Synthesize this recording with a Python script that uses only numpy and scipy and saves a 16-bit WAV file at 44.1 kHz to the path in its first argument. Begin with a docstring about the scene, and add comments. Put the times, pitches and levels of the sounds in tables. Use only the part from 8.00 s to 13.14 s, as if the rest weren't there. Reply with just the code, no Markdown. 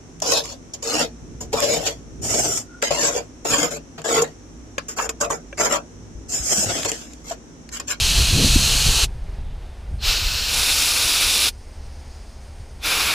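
"""In an open boat, close to a head-worn microphone, a mechanic blows out a small fuel part with an air gun.
A blast is already under way: a noise jet, coloured by resonances of part and glove and by echoes off the hull.
Wind rumbles and flutters on the microphone, strongest in the first second; a motor hums far off in the hush.
The blast stops after a second and a thin leak of filtered noise is left, with a few short wisps of hiss.
A second blast shifts its aim midway; after more leaking a third begins and is still blowing at the end."""
import sys
import numpy as np
from scipy import signal
from scipy.fft import rfft, irfft
from scipy.io import wavfile
from scipy.ndimage import uniform_filter1d, map_coordinates

SR = 44100
rng = np.random.default_rng(int(sys.argv[2]) if len(sys.argv) > 2 else 0)


def materialize(psi):
    """Save the field psi as 16-bit PCM at rate SR to the path in sys.argv[1].

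    A 1-D psi becomes a single channel; in a 2-D psi each row is a channel.
    """
    bounded = np.clip(np.atleast_2d(psi).T, -1, 1)
    quanta = np.round(bounded * 32767).astype(np.int16)
    wavfile.write(sys.argv[1], SR, quanta)


N = 226656
T = np.arange(N) / SR  # s
FREQ = np.maximum(np.fft.rfftfreq(N, 1 / SR), 1)  # Hz


def undb(db):
    """Decibels to gain."""
    return 10 ** (np.asarray(db) / 20)


def curves(rows):
    """The columns of a table, joined by straight lines in time."""
    s, *columns = np.transpose(rows)
    return [np.interp(T, s, column) for column in columns]


def colour(points):
    """A spectrum in dB, joined on a log-frequency axis."""
    hz, db = np.transpose(points)
    return np.interp(np.log(FREQ), np.log(hz), db)


def lifts(peaks):
    """Bell-shaped resonances, in dB over frequency."""
    return sum(db * np.exp(-2 * ((FREQ - hz) / width) ** 2) for hz, width, db in peaks)


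def noise(db):
    """Random-phase noise with the given spectrum."""
    phase = 2 * np.pi * rng.random(len(FREQ))
    return irfft(undb(db) * np.exp(1j * phase), N)


def band_rms(x, lo_hz, hi_hz):
    """Strength of x inside one band."""
    inside = (FREQ > lo_hz) & (FREQ < hi_hz)
    return np.std(irfft(rfft(x) * inside, N))


def lowpass(x, hz):
    """Smooth split without delay."""
    return irfft(rfft(x) / (1 + (FREQ / hz) ** 8), N)


def walk(rate):
    """Slow chance of spread 1, moving up to about rate times a second."""
    x = irfft(rfft(rng.standard_normal(N)) / (1 + (FREQ / rate) ** 4), N)
    return x / np.std(x)


def swell(s, half_s):
    """A bell-shaped rise and fall around time s."""
    return np.exp(-((T - s) / half_s) ** 2)


def sway(x, shift):
    """Read x a little faster and slower: its spectral peaks wander by about this share."""
    position = np.cumsum(1 + shift * walk(2.5))
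    return map_coordinates(x, [position], order=3, mode="wrap")


def hull(x, echo_db, sway_s, near_s=.0035, far_s=.02, count=14):
    """Short echoes off gloves, engine and hull; the paths change as head and hands sway."""
    out = x.copy()
    for lag in np.geomspace(near_s, far_s, count):
        delay = lag * rng.uniform(.9, 1.1) + sway_s * walk(1.2)
        echo = map_coordinates(x, [(T - delay) * SR], order=3, mode="wrap")
        sign = rng.choice([-1, 1])
        # longer paths come back weaker
        out += sign * undb(echo_db) * (near_s / lag) ** 0.5 * echo
    return out * np.std(x) / np.std(out)


CRACK_DB = -47  # the jet as the valve cracks open, against full flow
TREBLE_LAG = 0.25  # extra dB that the treble lacks for each dB of flow still missing
CLOSE_DB_PER_S = 1326  # the spring snaps the valve shut
SURGE_DB, SURGE_LEAD_S, SURGE_S = 1, 0.025, 0.035  # swell just before the stop: height, lead, half-length


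def valve(start, opening_s, end):
    """One pull in dB, as (flow, treble against it): the valve eases open, the treble last; it surges and snaps shut."""
    still_closed = np.maximum(1 - (T - start) / opening_s, 0)
    opening_db = CRACK_DB * still_closed ** 2
    surge_db = SURGE_DB * swell(end - SURGE_LEAD_S, SURGE_S)
    closing_db = surge_db - CLOSE_DB_PER_S * np.maximum(T - end, 0)
    return opening_db + closing_db, TREBLE_LAG * opening_db


# turbulence of the free jet: (frequency [Hz], relative level [dB])
JET_COLOUR = [(60, -17), (150, -10.5), (400, -7), (900, -6.5), (1950, -11.5), (4500, -0.5), (8800, -12.0),
              (11800, -16), (15000, -14.5)]
WAVER_DB, WAVER_RATE = .5, 9.9  # unsteady hands: spread of the middle band's level, changes per second


def blast(pull, flow, cavities, flutter_db, wander):
    """Jet turbulence, lifted by the cavities it hits; trigger and aim set its level, the nozzle's drift its colour."""
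    level_db, treble_db, roar_db = curves(flow)
    valve_db, lag_db = valve(*pull)
    # the hands never hold quite still, so the cavities change size
    air = sway(noise(colour(JET_COLOUR) + lifts(cavities)), wander)
    air = hull(air, echo_db=-22.0, sway_s=.00004)

    roar = lowpass(air, 1840)
    treble = air - lowpass(air, 4840)
    body = air - roar - treble

    out = body / band_rms(air, 2200, 6000) * undb(WAVER_DB * walk(WAVER_RATE))
    out += undb(treble_db + lag_db) * treble / band_rms(air, 6000, 15000)
    out += undb(roar_db) * roar / band_rms(air, 700, 1900)
    return out * undb(level_db + valve_db + flutter_db * walk(40))


# pulls of the trigger: (valve cracks open [s], time to open fully [s], let go [s])
TRIGGER_PULLS = [(-.2, .09, 1.046), (1.98, 0.093, 3.488), (4.793, 0.077, 5.4)]
# the nozzle drifting over the part, for each aim:
# (time [s], jet level [dB], treble against it [dB], roar around 1 kHz against it [dB])
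FLOW_FIRST = [(0, -20.5, -5.7, -17), (.15, -19.8, -5, -15.5), (.33, -21.5, -5, -15), (.48, -20, -3.5, -15),
              (.96, -21, -2.5, -12.5)]
FLOW_SECOND = [(2.12, -19.5, -8.5, -14), (2.21, -25, -7.5, -13), (2.5, -25, -6.5, -12.5)]
FLOW_SECOND_SLID = [(2.55, -22, -3.5, -11), (2.82, -20, -2, -12.5), (2.93, -22, -2, -11),
                    (3.07, -19, -4, -14.5), (3.4, -19.5, -4.5, -14.5)]
FLOW_THIRD = [(4.87, -22.5, -4.5, -7), (5.14, -21.5, -6, -6)]
# cavities of part and glove that each aim excites: (frequency [Hz], width [Hz], lift [dB], below 0 a notch)
CAVITIES_FIRST = [(1600, 680, 5.5), (2663, 710, 14), (3250, 310, 5), (4050, 950, 10.5), (6380, 1770, 9),
                  (8060, 770, 5), (9360, 310, 7), (10600, 4400, 8.5)]
CAVITIES_SECOND = [(1500, 580, 8.5), (2650, 880, 12.5), (4090, 960, 9), (5320, 650, 5.5), (7200, 2200, 5.5),
                   (10100, 1100, 4), (11800, 1100, -0.5), (13400, 2050, 5.5)]
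CAVITIES_SECOND_SLID = [(1420, 530, 7.3), (2497, 810, 13.5), (3660, 750, 9.4), (5260, 1570, 7.7),
                        (7410, 1650, 8.6), (9800, 1830, 11.2), (12640, 4000, 9.3)]
CAVITIES_THIRD = [(1360, 590, 9.7), (2405, 690, 12.4), (3530, 570, 5.7), (5190, 270, 1.5), (7630, 640, 2.3),
                  (10340, 1300, 7.7), (12710, 1840, 4.7)]
# narrow edge tones of the first aim: (frequency [Hz], width [Hz], lift [dB])
EDGE_TONE_PEAKS = [(4230, 110, 3), (2980, 75, 3), (5140, 81, 4.5), (5970, 73, 1.5), (7440, 70, 5.5),
                   (8120, 120, 1), (10550, 400, 3), (12450, 600, 1.5)]
SLIDE_AT_S, SLIDE_S = 2.52, 0.089  # the nozzle slides to another aim: middle of the slide, how long


def gun():
    """Three blasts; in the second the nozzle slides from one aim to another, as a crossfade of two jets."""
    first, second, third = TRIGGER_PULLS
    first_peaks = list(CAVITIES_FIRST) + list(EDGE_TONE_PEAKS)
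    slide = np.clip((T - SLIDE_AT_S) / SLIDE_S + .5, 0, 1)
    out = blast(first, FLOW_FIRST, first_peaks, flutter_db=0.5, wander=0.0029)
    before = blast(second, FLOW_SECOND, CAVITIES_SECOND, flutter_db=0.2, wander=0.00665)
    after = blast(second, FLOW_SECOND_SLID, CAVITIES_SECOND_SLID, flutter_db=0.7, wander=.006)
    out += before * np.sqrt(1 - slide) + after * np.sqrt(slide)
    return out + blast(third, FLOW_THIRD, CAVITIES_THIRD, flutter_db=0.74, wander=0.0068)


# strength of the wind on the microphone, before gusts and trim: (time [s], rumble level [dB])
WIND_STRENGTH = [(0, -20.5), (.55, -20), (.95, -22), (1.15, -26.5), (1.56, -26), (1.74, -38), (1.9, -27.5),
                 (2.26, -26.5), (2.4, -29.5), (2.85, -36.5), (5.14, -37)]
# gusts on top of the wind: (time [s], half-length [s], rumble lift [dB], flutter lift [dB])
GUST_LIFTS = [(0.206, 0.028, 9, 7.5), (0.415, 0.12, -0.5, 13), (0.622, 0.073, 0, 5.5), (0.755, 0.018, 5, 5),
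              (.885, .028, 5, 9.5), (1.39, 0.026, 1, 6), (1.94, 0.034, 6.5, 8), (2.595, .025, 8.5, 13.5),
              (3.052, 0.019, 11, 2), (3.267, .03, 9, 10), (3.83, 0.056, 5.5, 0), (4.614, 0.022, 8, 18)]
# small eddies before gusts and trim: level at this wind, and dB more per dB of wind
FLUTTER_DB, FLUTTER_WIND_DB, FLUTTER_GROWTH = -32.5, -20, 1.5
FLUTTER_PATCHY_DB = 1.0  # the small eddies come and go by chance


def gusting():
    """Levels of large and small eddies in dB: both follow the wind, the small ones more steeply, plus gusts."""
    rumble_db = curves(WIND_STRENGTH)[0]
    flutter_db = FLUTTER_DB + FLUTTER_GROWTH * (rumble_db - FLUTTER_WIND_DB)
    flutter_db = flutter_db + FLUTTER_PATCHY_DB * walk(10)
    for s, half_s, rumble_lift_db, flutter_lift_db in GUST_LIFTS:
        gust = swell(s, half_s)
        rumble_db = rumble_db + rumble_lift_db * gust
        flutter_db = flutter_db + flutter_lift_db * gust
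    return rumble_db, flutter_db


def eddies(points, steady_s):
    """Low turbulence whose own slow swells are evened out, so that the gusts set its strength."""
    x = noise(colour(points))
    power = uniform_filter1d(x ** 2, int(steady_s * SR))
    return x / np.sqrt(uniform_filter1d(power, int(steady_s * SR / 2)))


# spectra of the large and the small eddies: (frequency [Hz], relative level [dB])
RUMBLE_COLOUR = [(8, -31), (16, 1.5), (28, 4), (45, 4), (80, -2.5), (115, -11), (170, -19), (400, -90)]
FLUTTER_COLOUR = [(60, -20), (110, 2.5), (200, -5.5), (300, -12), (450, -17.5), (700, -26), (1500, -66),
                  (6000, -95)]
# single eddies that strike the port: (time [s], frequency [Hz], peak level [dB], half-length [s])
PORT_BUFFETS = [(0.194, 42, -17, 0.01), (0.337, 84.5, -12, 0.011), (0.446, 200, -9.5, 0.0041),
                (0.451, 65, -10, 0.011), (0.5, 45, -10.5, 0.011), (0.541, 45.7, -9, 0.011),
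                (0.562, 253, -8.5, 0.00315), (0.567, 49.7, -8, 0.009), (0.867, 130, -15.5, 0.0056),
                (0.897, 36, -9, 0.018), (1.036, 55, -14, 0.011), (2.092, 33.5, -15, 0.015),
                (2.272, 30, -16, 0.025)]


def wind():
    """Large eddies rumble, small ones flutter in the stronger gusts; a few thump the port."""
    rumble_db, flutter_db = gusting()
    out = eddies(RUMBLE_COLOUR, steady_s=0.071) * undb(rumble_db - 2.5 + 0.78 * walk(32))
    small = eddies(FLUTTER_COLOUR, steady_s=0.041)
    # the smallest eddies gain further on the others as the flutter strengthens, up to a limit
    coarse = lowpass(small, 208)
    fine_db = 0.43 * np.minimum(flutter_db + 21, 6)
    small = coarse + (small - coarse) * undb(fine_db)
    # in light air all the small eddies fall away quickly
    light_air = 1 + undb(-41 - flutter_db) ** 2
    out += small * undb(flutter_db + 0.5) / light_air
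    for s, hz, db, half_s in PORT_BUFFETS:
        thump = np.cos(2 * np.pi * (hz * (T - s) + rng.random()))
        out += undb(db) * swell(s, half_s) * thump
    return out


# open air: (frequency [Hz], relative level [dB])
YARD_COLOUR = [(25, -2.5), (60, -2), (110, -14.5), (200, -20), (400, -18.5), (850, -20), (1100, -26.5),
               (2200, -28.5), (4000, -34), (7000, -41.5), (10000, -45), (12000, -50), (15000, -58)]
# level of the hush as heard, lower around the blasts and then recovering: (time [s], level against YARD_DB [dB])
HUSH_LEVEL = [(0, -6), (1.08, 0), (1.3, 1.5), (2, -0.5), (3.52, -3), (3.95, -0.5), (5.14, -1)]
YARD_DB = -50  # between 280 and 3200 Hz
# the distant motor: (multiple of its turning rate, level [dB rms])
MOTOR_HARMONICS = [(2, -43.5), (6, -59.5), (7, -64), (8, -70.5), (10, -65), (11, -66), (14, -75)]
MOTOR_HZ = 36.43  # mean turning rate


def yard():
    """Outdoor hush, heard lower around the blasts, and the slightly wavering hum of a far motor."""
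    air = noise(colour(YARD_COLOUR))
    air_db = YARD_DB + curves(HUSH_LEVEL)[0] + 0.5 * walk(5.4)
    air *= undb(air_db) / band_rms(air, 280, 3200)
    turns = np.cumsum(MOTOR_HZ * (1 + 0.0046 * walk(3.2))) / SR
    hum = 0
    for multiple, db in MOTOR_HARMONICS:
        tone = np.sin(2 * np.pi * (round(multiple) * turns + rng.random()))
        hum = hum + undb(db + 0.93 * walk(3.1)) * tone
    return air + np.sqrt(2) * hum  # rms to peak


# air seeping from the closed gun: (time [s], hiss level [dB], high sizzle level [dB])
SEEP_LEVELS = [(1.1, -63, -65), (1.5, -70.5, -74), (1.9, -64, -65), (3.55, -58, -62.5), (4.05, -55, -63),
               (4.7, -59, -62.5)]
# spectra of the hiss and the sizzle: (frequency [Hz], relative level [dB])
HISS_SPECTRUM = [(2500, -36), (3800, -10), (4400, -2.5), (5000, -1.5), (5700, -4), (6500, -3.5),
                 (7700, -16), (11000, -30)]
SIZZLE_SPECTRUM = [(5000, -35), (7900, -4), (8400, 0), (9600, 0), (11000, -18), (15000, -16)]
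# narrow peaks in the spectrum of the leak: (frequency [Hz], width [Hz], lift [dB])
LEAK_PEAKS = [(4650, 80, 1.5), (4980, 130, 4.5), (5310, 70, 3), (8470, 100, 4)]
SEEP_WANDER = .004  # share by which the peaks of the leak drift


def leak():
    """A thin hiss and a higher sizzle of seeping air, each wavering, with drifting peaks, combed by the hull."""
    out = 0
    for points, db in zip((HISS_SPECTRUM, SIZZLE_SPECTRUM), curves(SEEP_LEVELS)):
        hiss = sway(noise(colour(points) + lifts(LEAK_PEAKS)), SEEP_WANDER)
        hiss = hull(hiss, echo_db=-14, sway_s=.00002)
        out = out + hiss / np.std(hiss) * undb(db + 0.95 * walk(13))
    return out


# thin hisses, the valve seat singing as it cracks open and gloves brushing the part:
# (time [s], frequency [Hz], width [Hz], rms level at the crest [dB], spread in time [s])
HISS_WISPS = [(1.47, 3600, 700, -63, .04), (1.518, 3080, 700, -59, 0.026), (1.7, 3600, 400, -63, 0.037),
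              (2.008, 4200, 350, -48, .012), (4.82, 3480, 450, -52, .016), (4.828, 2600, 400, -56, .009)]


def wisps():
    """Short swells of narrow hiss from valve seat and gloves."""
    out = 0
    for s, hz, width, db, spread_s in HISS_WISPS:
        hiss = noise(-20 * np.log10(1 + (2 * (FREQ - hz) / width) ** 2))
        rise_and_fall = np.exp(-((T - s) / spread_s) ** 2 / 2)
        out = out + hiss / np.std(hiss) * undb(db) * rise_and_fall
    return out


def scene():
    """Everything reaches one microphone, the same in both channels."""
    mono = gun() + wind() + yard() + leak() + wisps()
    return np.array([mono, mono])


TOP_HZ = 15300


def record(dry):
    """A steep low-pass leaves hardly anything above TOP_HZ."""
    return signal.sosfilt(signal.ellip(12, .1, 85, TOP_HZ, fs=SR, output="sos"), dry)


dry = scene()
out = record(dry)
materialize(out)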